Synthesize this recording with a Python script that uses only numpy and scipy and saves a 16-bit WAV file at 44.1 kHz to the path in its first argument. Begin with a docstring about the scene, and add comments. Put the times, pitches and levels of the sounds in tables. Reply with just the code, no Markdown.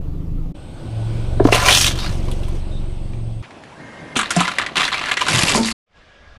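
"""Car creeping over plastic toys

On asphalt, a close microphone hears a car crush hard plastic toys: four shots in a row, with a short
silence before the last. An idling engine, summed from orders of its firing rate, throbs under the first
two; shaped noise gives air, road, whines, scrapes and wind. Ringing splinters grind, noise-struck pieces
snap, low modes knock in the shell and ring in the jolted tyre; the loudest cracks overload the microphone."""
import sys
import numpy as np
from scipy import signal
from scipy.io import wavfile
from scipy.ndimage import uniform_filter1d, map_coordinates

SR = 44100
rng = np.random.default_rng(int(sys.argv[2]) if len(sys.argv) > 2 else 0)


def volts_from_decibels(level):
    """Turn decibel levels (scalar or array-like) into linear amplitude factors."""
    exponent = np.asarray(level, float) / 20
    return 10 ** exponent


def master(y):
    """Save y as 16-bit WAV."""
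    cut = np.clip(np.atleast_2d(y).T, -1, 1)
    pcm = np.round(cut * 32767)  # scale
    wavfile.write(sys.argv[1], SR, pcm.astype(np.int16))


N = 281358
THIRD_SHOT_S, THIRD_SHOT_END_S = 3.43, 5.728


def read_spectrum(points, hz):
    """Reads a spectrum at the given frequencies, interpolating over log frequency."""
    f, value = np.transpose(points)
    return np.interp(np.log(hz + 1), np.log(f + 1), value)


def evened(x):
    """Scales a sound to rms 1."""
    return x / np.sqrt(np.mean(x ** 2) + 1e-20)


def spread(rows):
    """Gives the start time of a curve and its columns, one value a sample."""
    s, *columns = np.transpose(rows)
    t = np.arange(s[0], s[-1], 1 / SR)
    return s[0], [np.interp(t, s, c) for c in columns]


def add(mix, s, sound):
    """Mixes a sound in at s seconds."""
    part = mix[max(round(s * SR), 0):][:len(sound)]
    part += sound[:len(part)]


def band(x, lo_hz, hi_hz):
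    """Band-passes a sound."""
    edges_hz = [lo_hz, min(hi_hz, SR / 2 - 1)]
    return signal.sosfilt(signal.butter(2, edges_hz, "bandpass", fs=SR, output="sos"), x)


def drift(size, per_s):
    """Smooth random wandering of about rms 1, with per_s fresh values a second."""
    knots = rng.standard_normal(100)
    return map_coordinates(knots, [np.arange(size) * per_s / SR], order=2, mode="mirror")


def fades(size, s):
    """Fades in and out, each s seconds long."""
    return signal.windows.tukey(size, min(2 * s * SR / size, 1))


# air, machinery and road, one table a shot; it swells as the wheel rolls by: t/s, level at 300-1500 Hz/dB
AIR = [
    [(0.0, -42.5), (0.53, -43)],
    [(0.54, -45), (1.14, -36), (1.6, -36.5), (2.04, -35), (2.61, -39.5), (3.43, -45)],
    [(3.42, -44.5), (4.2, -39.5), (5.2, -41), (5.34, -26), (5.52, -29), (5.58, -20.5), (5.69, -48),
     (5.72, -58)],
    [(5.86, -83.5), (5.9, -70.5), (5.97, -54.5), (6.38, -53)],
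]
# their colour, one table a shot: f/Hz, relative density/(dB per Hz)
AIR_COLOUR = [
    [(18, -24), (30, 3), (167, -8), (228, -17.5), (288, -13.5), (978, -36), (1170, -33.5), (1600, -45),
     (2700, -45.5), (11000, -61), (11900, -53), (15000, -62)],
    [(18, -19), (30, -7), (119, -6.5), (176, -12.5), (274, -16.5), (364, -12.5), (415, -23.5), (538, -18.5),
     (1870, -39.5), (2310, -35), (3410, -35.5), (7240, -50.5), (8250, -43.5), (13200, -64.5), (15000, -73)],
    [(18, -32.5), (30, -23), (135, 3.5), (169, -2.5), (253, 1.5), (461, -4.5), (593, -1), (1460, -11),
     (2130, -15), (2410, -14), (9580, -33), (11100, -36.5), (12000, -67), (15600, -87), (22000, -120)],
    [(12, -24), (20, 6.5), (52, -16), (71, -14), (295, -24.5), (603, -19), (896, -26), (1690, -22),
     (2030, -26), (3530, -28), (4030, -35), (5250, -36), (11000, -60), (14300, -106), (22000, -120)],
]


def air(rows, colour):
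    """Air, machinery and road noise: random short-time spectra with drifting patches."""
    s, (level_db,) = spread(rows)
    frames, hz = len(level_db) // 256 + 5, np.fft.rfftfreq(1024, 1 / SR)
    real, imaginary, patches = rng.standard_normal((frames, 513, 3)).T
    patches = uniform_filter1d(patches, size=10, axis=0)
    patches = evened(uniform_filter1d(patches, size=10, axis=1))
    colour_db = read_spectrum(colour, hz)[:, None] + 1.6 * patches
    spectra = (real + 1j * imaginary) * volts_from_decibels(colour_db)
    noise = signal.istft(spectra, nperseg=1024, noverlap=768)[1][:len(level_db)]
    return s, volts_from_decibels(level_db) * noise / band(noise, 300, 1500).std() * fades(len(noise), 0.014)


# wind on the microphone, one table a gust: t/s, level/dB
WIND = [
    [(5.28, -62.5), (5.46, -35.5), (5.73, -38.5)],
    [(6.12, -75), (6.22, -53), (6.38, -42.5)],
]


def wind(rows):
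    """Wind rumbling on the microphone: lumpy low noise."""
    s, (level_db,) = spread(rows)
    rumble = evened(band(rng.standard_normal(len(level_db)), 5.6, 62.6))
    return s, volts_from_decibels(level_db) * rumble * fades(len(level_db), 0.0061)


# whines, squeaks, scrapes and a scuff: start t/s, end t/s, f/Hz, width/Hz, level/dB
WHINES_AND_SCRAPES = [(3.425, 3.47, 2210, 1580, -42), (0, 0.5553, 283.6, 22.5, -43),
                      (.545, 0.601, 301, 28.5, -42.5), (.55, 3.42, 8250, 300, -62), (.55, 2, 1492, 64, -57),
                      (1.985, 2.07, 3710, 150, -36), (1.984, 2.09, 4630, 960, -35),
                      (2.701, 2.8, 3700, 227, -49), (3.75, 4.15, 1597, 103, -49.5),
                      (3.78, 4.15, 1833, 144, -48.5), (3.8, 4.15, 2116, 67, -47.5),
                      (5.932, 6.38, 1654, 30, -59), (5.93, 6.38, 601, 42, -70)]


def whine_or_scrape(start, end, hz, width_hz, db):
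    """Noise in one band: a narrow one whines or squeaks, a wide one scrapes or scuffs."""
    noise = rng.standard_normal(round((end - start) * SR))
    sound = evened(band(noise, hz - width_hz / 2, hz + width_hz / 2))
    return volts_from_decibels(db) * sound * fades(len(noise), 0.015)


# idling engine, one table a shot: t/s, firing rate f/Hz, then the mean level/dB of order 1, of order 3 # and of
# the order that swells on its own
IDLE = [
    [(0.0, 22.34, -22.5, -31.5, -34), (0.05, 23.41, -28, -47.5, -38.5), (0.212, 26.48, -29.5, -36.5, -32.5),
     (0.454, 27.11, -23.5, -49, -35), (0.52, 26.92, -32, -45, -28)],
    [(0.55, 20.2, -41.5, -42.5, -41), (0.76, 20.65, -37, -45.5, -47), (0.93, 22.04, -40.5, -35, -25),
     (1.17, 22.9, -27, -37.5, -22.5), (1.35, 22.73, -22.5, -24, -30), (1.44, 22.93, -20, -32, -20),
     (1.74, 23.2, -27.5, -28, -30), (2.35, 23.24, -19.5, -29.5, -27), (2.72, 23.28, -24.5, -31, -36),
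     (3.28, 22.7, -25, -39, -26.5), (3.42, 22.2, -31, -47.5, -30.5)],
]
# all orders, one table a shot: multiple of the firing rate, level/dB against 2 dB under the mean of
# the three levels above (not used for those three orders)
ORDERS_DB = [
    [(1, 0), (2, -22), (3, -5), (4, -1), (5, -9), (6, -7), (7, -4.5), (8, -34), (9, -40.5), (10, -24),
     (11, -30), (12, -15.5), (13, -30), (14, -29)],
    [(1, 0), (2, -4.5), (3, -13), (4, -7), (5, -6), (6, -19.5), (7, -16), (8, -10.5), (9, -29.5),
     (10, -16.5), (11, -28.5), (12, -40), (13, -39), (14, -19.5), (15, -41), (16, -17.5)],
]
# the three orders that have their own levels, one row a shot: multiples of the firing rate
LEAD_ORDERS = [(1, 3, 6), (1, 3, 5)]


def engine(rows, orders, leads):
    """Orders of the firing rate, nearly in step, so each firing is a sharp drop; each order wavers."""
    s, (firing_hz, *lead_db) = spread(rows)
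    size = len(firing_hz)
    turns, out = np.cumsum(firing_hz) / SR, 0
    body_db = np.mean(lead_db, 0) - 2.0
    for k, db in orders:
        k = round(k)
        if k in leads:
            level_db = lead_db[leads.index(k)] + 1.6 * drift(size, per_s=8)
        else:
            level_db = body_db + db + 0.83 * drift(size, per_s=7.4)
        phase = 2 * np.pi * k * turns + 0.38 * drift(size, per_s=7.1)
        out = out - np.sqrt(2) * volts_from_decibels(level_db) * np.sin(phase)
    return s, out * fades(size, 0.00178)


def boom(db, hz, t60, rise, overtone_db, rough, puff_db):
    """A mode that swells and dies unevenly, with a weak unrelated partner and a dull puff at its start."""
    t = np.arange(round(0.45 * SR)) / SR
    t60 = max(t60, 0.005)
    onset = 1 - np.exp(-t / max(rise, 1e-4))
    modes = np.sin(2 * np.pi * hz * t + rough * drift(len(t), per_s=80))
    modes += volts_from_decibels(overtone_db) * np.sin(2 * np.pi * 1.47 * hz * t)
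    tone = volts_from_decibels(db - 60 * t / t60) * onset * modes * (1 + rough * drift(len(t), per_s=80))
    puff = evened(band(rng.standard_normal(len(t)), hz / 1.8, hz * 2.5))
    puff *= volts_from_decibels(db + puff_db - 60 * t / (0.25 * t60 + 0.02)) * onset
    return band(tone + puff, hz / 4.47, hz * 2.42)


# jolts that ring the air in the tyre: t/s, level before rise and decay/dB, f/Hz, t60/s, rise/s
JOLTS = [(4.157, -21, 219.1, 0.306, 0.0324), (4.364, -7.5, 177.8, 0.225, 0.0038),
         (4.768, -19, 185.6, 0.108, 0.013), (5.282, -20, 160.2, 0.29, 0.016),
         (5.336, -1.5, 123, 0.143, 0.018), (5.432, 2.5, 160, 0.0315, 0.009),
         (5.548, -7.5, 235, 0.084, 0.0052), (5.583, -10, 226.1, 0.455, 0.0118)]


def jolt(db, hz, t60, rise):
    """The air in the tyre booms hollow after a jolt."""
    return boom(db, hz, t60, rise, overtone_db=-15.0, rough=0.248, puff_db=-8.5)


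def ground(x):
    """Reflections between the road and the underside of the car: sparse, dying random echoes."""
    t = np.arange(round(0.15 * SR)) / SR
    taps = (rng.random(len(t)) < 0.05) * rng.standard_normal(len(t))
    taps *= volts_from_decibels(-60 * t / 0.11) * (t > 0.002)
    return signal.oaconvolve(x, taps / np.linalg.norm(taps))[:N]


# knocks: the shell buckles, and higher modes ring in the jolted tyre:
# t/s, level before rise and decay/dB, f/Hz, t60/s
KNOCKS = [(1.398, -3, 648, 0.052), (1.404, 3.5, 387, 0.0225), (1.452, 11, 293, 0.0198),
          (1.486, 4, 628, 0.0156), (1.524, 6, 455, 0.014), (1.555, 5, 700, 0.0077), (1.68, -5, 999, 0.026),
          (4.164, -8, 243.6, 0.048), (4.364, -4.5, 694, 0.0333), (4.404, -9.5, 246.7, 0.0436),
          (5.549, -17, 978, 0.107), (5.574, -21, 900.3, 0.35), (5.574, -23, 440.6, 0.298)]


def knock(db, hz, t60):
    """A quick-rising knock: the shell buckling, or a higher mode ringing in the jolted tyre."""
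    return boom(db, hz, t60, rise=0.0012, overtone_db=-12.5, rough=0.25, puff_db=-11.5)


# snapping plastic: t/s, peak level/dB, ring f/Hz, treble level against the ring/dB, ring t60/s
SNAPS = [(1.4496, -16.5, 1050, -30, 0.026), (1.4724, -16.5, 1160, -31, 0.039),
         (1.5274, 0.5, 2417, -24.5, 0.0196), (1.5504, -7, 2480, -4, 0.098), (1.6843, -1.5, 1838, -8, 0.054),
         (1.71, 1, 2850, -15, 0.029), (1.7255, -4.5, 3150, -15.5, 0.064),
         (1.7515, 0.5, 3009, -24.5, 0.0284), (1.7624, -9, 2930, -17, 0.035), (1.7742, -4, 2970, -21, 0.026),
         (1.7843, -8, 3100, -19, 0.033), (1.8084, -8.5, 2680, -7, 0.042), (1.8204, -8, 4230, -23, 0.023),
         (1.8451, -0.5, 2780, -21.5, 0.02), (1.8612, -6.5, 2996, -20, 0.031),
         (1.8748, -7.5, 3840, -27.5, 0.027), (1.9883, -16.5, 3670, -25, 0.0565),
         (2.0612, -21, 1553, -19.5, 0.06), (2.2832, -26, 1103, -21, 0.103), (2.3144, -21, 3100, -1, 0.058),
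         (2.4331, -27.5, 3140, -11.5, 0.04), (2.4833, -28, 1160, -3.5, 0.04),
         (3.1343, -35.5, 2355, -24, 0.043), (3.4264, -33, 1162, -27, 0.047), (3.5082, -30, 2010, -35, 0.04),
         (3.637, -30, 1837, -25.5, 0.037), (4.156, -18, 2670, -7, 0.035), (4.1684, -10, 2730, 2.5, 0.117),
         (4.1912, -4, 1377, -8, 0.05), (4.2134, -8, 1394, -4, 0.0485), (4.2432, -22, 1380, -25, 0.04),
         (4.3061, -7.5, 1508, 3.5, 0.076), (4.3636, -10.5, 1880, 11, 0.062), (4.4051, -6, 1191, -8, 0.061),
         (4.4434, -16, 1260, -21, 0.042), (4.4788, -6.5, 1360, -27.5, 0.058),
         (4.5159, -15, 1755, -18.5, 0.034), (4.585, -4.5, 1930, -16.5, 0.0464),
         (4.6156, -13, 1880, -23.5, 0.079), (4.6634, -12, 2057, -27, 0.0486),
         (4.7569, -10.5, 2550, -22, 0.047), (4.7734, -7, 2670, -26, 0.043), (4.817, -9, 1200, -21.5, 0.026),
         (4.851, -9, 3550, -31, 0.0466), (4.8788, -10.5, 1800, -24, 0.0397),
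         (4.9191, -16, 1260, -33, 0.0376), (4.9421, -10, 2150, -40.5, 0.049),
         (4.9926, -12.5, 2340, -34.5, 0.055), (5.0577, -14, 1756, -20, 0.055),
         (5.0853, -14, 1800, -23.5, 0.084), (5.114, -5.5, 1990, -26, 0.041),
         (5.1709, -6.5, 2050, -25.5, 0.04), (5.1746, -5, 2010, -28.5, 0.0404),
         (5.215, -5, 1285, -29, 0.0535), (5.2664, -9.5, 1290, -30, 0.058), (5.2848, -6, 1340, -24, 0.034),
         (5.33, -9, 2520, -14, 0.091), (5.3532, -6.5, 3620, -8, 0.042), (5.3832, -6.5, 3130, -15, 0.034),
         (5.4392, -15.5, 2230, -16, 0.05), (5.483, -5.5, 2834, -11.5, 0.063),
         (5.5354, -9.5, 3400, -12.5, 0.054), (5.5487, -4, 964, -17, 0.035), (5.6321, -10, 3890, -22, 0.025),
         (5.6466, -10, 4060, -16.5, 0.037), (5.686, -10, 2170, -15.5, 0.0234),
         (5.7137, -11.5, 3940, -16.5, 0.035)]


def snap(db, hz, treble_db, t60, noise, top_hz):
    """A sudden crack: a hard first tick and a dying rattle ring the broken piece, with a shorter spray."""
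    t = np.arange(len(noise)) / SR
    t60 = max(t60, 0.005)
    rattle = (noise + 5.0 * (t == 0)) * volts_from_decibels(-60 * t / t60)
    ring = evened(band(rattle, hz / 1.2686, hz * 1.1667))
    body = evened(band(rattle, 620, 3930))
    spray = band(rattle * volts_from_decibels(-10 * t / t60), 4400, top_hz)
    spray = evened(band(spray, 2300, top_hz))
    crack = ring + 0.896 * body + volts_from_decibels(treble_db) * spray
    return volts_from_decibels(db) * crack / abs(crack).max()


# the second toy gives way in separate crunches: start t/s, length/s, level/dB, change to the end/dB,
# fine grit against that level/dB
CRUNCHES = [(4.155, 0.168, -20, -23.5, -13.5), (4.302, 0.0623, -25, -6, -5.5),
            (4.362, 0.2182, -23, -13.5, -11), (4.579, 0.185, -29, -20, -31),
            (4.755, 0.1625, -16.5, -15.5, -9.5), (4.916, 0.1904, -25.5, -1, -14.5),
            (5.11, 0.0488, -15, -25.5, -12), (5.164, 0.16, -26, -2, -9.5), (5.28, 0.2585, -20, -3, 0),
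            (5.541, 0.098, -29, -17, 10), (5.631, 0.0958, -29, -2.5, 2.5)]


def crunch(start, length, db, change_db, grit_db):
    """The curve of one crunch, for grind(): a quick rise, a sagging hold, a slide to the end."""
    knee, sag = 0.434, 0.275  # at this share of the length, this share of the change is done
    steps = [(0, -14), (0.004, 0), (knee * length, sag * change_db), (length, change_db)]  # t/s, level/dB
    shell_hz = 1800
    return [(start + s, db + step_db, grit_db, shell_hz) for s, step_db in steps]


# the first toy grinds down in one go: t/s, level of middling splinters/dB, fine grit against it/dB,
# shell pitch f/Hz
GRIND_DOWN = [(1.44, -38, -2.5, 1200), (1.514, -39, -0.5, 2340), (1.527, -17.5, -4, 2600),
              (1.61, -23.5, -5, 1810), (1.722, -14, -3, 3144), (1.81, -25.5, 8.5, 3300),
              (1.872, -19, -0.5, 3420), (1.936, -37, -3, 3546), (2.086, -36.5, -5, 2127),
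              (2.2, -51.5, 1, 2260), (2.6, -56, -1.5, 2000)]
# colour of the splinters, one table a toy: f/Hz, relative density/(dB per Hz)
GRIND_COLOUR = [
    [(290, -29.5), (500, -3), (629, -4), (886, -6), (1130, -1), (1570, -6.5), (1790, -5.5), (1950, -10.5),
     (3260, -5.5), (3760, -8.5), (6470, -6.5), (7460, -19), (8370, -10), (13800, -30.5), (15300, -28)],
    [(290, -15), (500, -11.5), (809, -4.5), (1190, 13.5), (1620, -2), (1950, 2), (2730, 4.5), (3860, 1.5),
     (6420, -7), (7540, -6), (10300, -14), (11400, -48), (12200, 6), (15900, -61.5), (22000, -120)],
]
# large pieces thin out as the grit grows, one row a toy: level against middling splinters at 0 dB of
# grit/dB, loss per dB of grit/dB
LARGE = [(-17, 3.5), (-9.5, 0.3532)]


def grind(rows, colour, large, per_s, uneven_db, cycles, shell_db):
    """Fractures come in clumps; each rings splinters of many sizes, boosted near the whole shell's pitch."""
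    s, (mid_db, grit_db, shell_hz) = spread(rows)
    large_db = large[0] - large[1] * grit_db
    size, t = len(mid_db), np.arange(1500) / SR
    strength = volts_from_decibels(uneven_db * np.minimum(rng.exponential(1, size), 3))
    breaks = (rng.random(size) < per_s / SR) * strength
    # each break sets off a clump of ticks that thins with a 2.5 ms time constant
    clumps = 0.45 + evened(signal.lfilter([1], [1, -np.exp(-1 / (0.0025 * SR))], breaks))
    pieces = np.zeros((3, size))  # large, middling, fine
    for hz in np.geomspace(colour[0][0], colour[-1][0], num=48):
        ring = np.exp(-t * hz / cycles) * np.sin(2 * np.pi * hz * t)
        ring *= volts_from_decibels(read_spectrum(colour, hz)) * np.sqrt(hz) / np.linalg.norm(ring)
        near_shell = volts_from_decibels(shell_db * np.exp(-(np.log(hz / shell_hz) / 0.14) ** 2))
        ticks = (rng.random(size) < 0.015) * rng.standard_normal(size) * clumps * near_shell
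        pieces[np.searchsorted((1500, 4500), hz)] += signal.oaconvolve(ticks, ring)[:size]
    levels_db = (mid_db + large_db, mid_db, mid_db + grit_db)
    total = sum(volts_from_decibels(db) * evened(p) for db, p in zip(levels_db, pieces))
    return s, total * fades(size, 0.0027)


def scene():
    """All four shots at the microphone: the surroundings, then the toys and the tyre."""
    surroundings, toys = np.zeros((2, N))
    for shot in zip(AIR, AIR_COLOUR):
        add(surroundings, *air(*shot))
    for rows in WIND:
        add(surroundings, *wind(rows))
    for row in WHINES_AND_SCRAPES:
        add(surroundings, row[0], whine_or_scrape(*row))
    for shot in zip(IDLE, ORDERS_DB, LEAD_ORDERS):
        add(surroundings, *engine(*shot))
    for s, *row in KNOCKS:
        add(toys, s, knock(*row))
    for (s, *row), noise in zip(SNAPS, rng.standard_normal((len(SNAPS), 5000))):
        add(toys, s, snap(*row, noise, top_hz=9500 if s > THIRD_SHOT_S else 11500))
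    add(toys, *grind(GRIND_DOWN, GRIND_COLOUR[0], LARGE[0],
                     per_s=680, uneven_db=-0.5, cycles=3.8, shell_db=8.0))
    for row in CRUNCHES:
        add(toys, *grind(crunch(*row), GRIND_COLOUR[1], LARGE[1],
                         per_s=330, uneven_db=-4.5, cycles=3.87, shell_db=5))
    toys = toys + volts_from_decibels(-8.5) * ground(toys)
    for s, *row in JOLTS:
        add(toys, s, jolt(*row))
    # toys and tyre stop with the third shot, in a 6 ms fade
    toys *= np.clip((THIRD_SHOT_END_S - np.arange(N) / SR) / 0.006, 0, 1)
    return (surroundings + toys)[None]


def top_cut(x):
    """Nothing passes above the cut-off."""
    return signal.sosfilt(signal.butter(12, 15410, fs=SR, output="sos"), x)


def record(dry):
    """The microphone input overloads near full scale; from the third shot on the treble ends lower."""
    overloaded = np.clip(dry, -0.98, 0.98)
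    full, dull = (signal.oaconvolve(overloaded, signal.firwin(301, top_hz, fs=SR)[None], "same")
                  for top_hz in (15300, 11500))
    mix = np.where(np.arange(N) < THIRD_SHOT_S * SR, full, dull)
    return top_cut(mix)


dry = scene()
out = record(dry)
master(out)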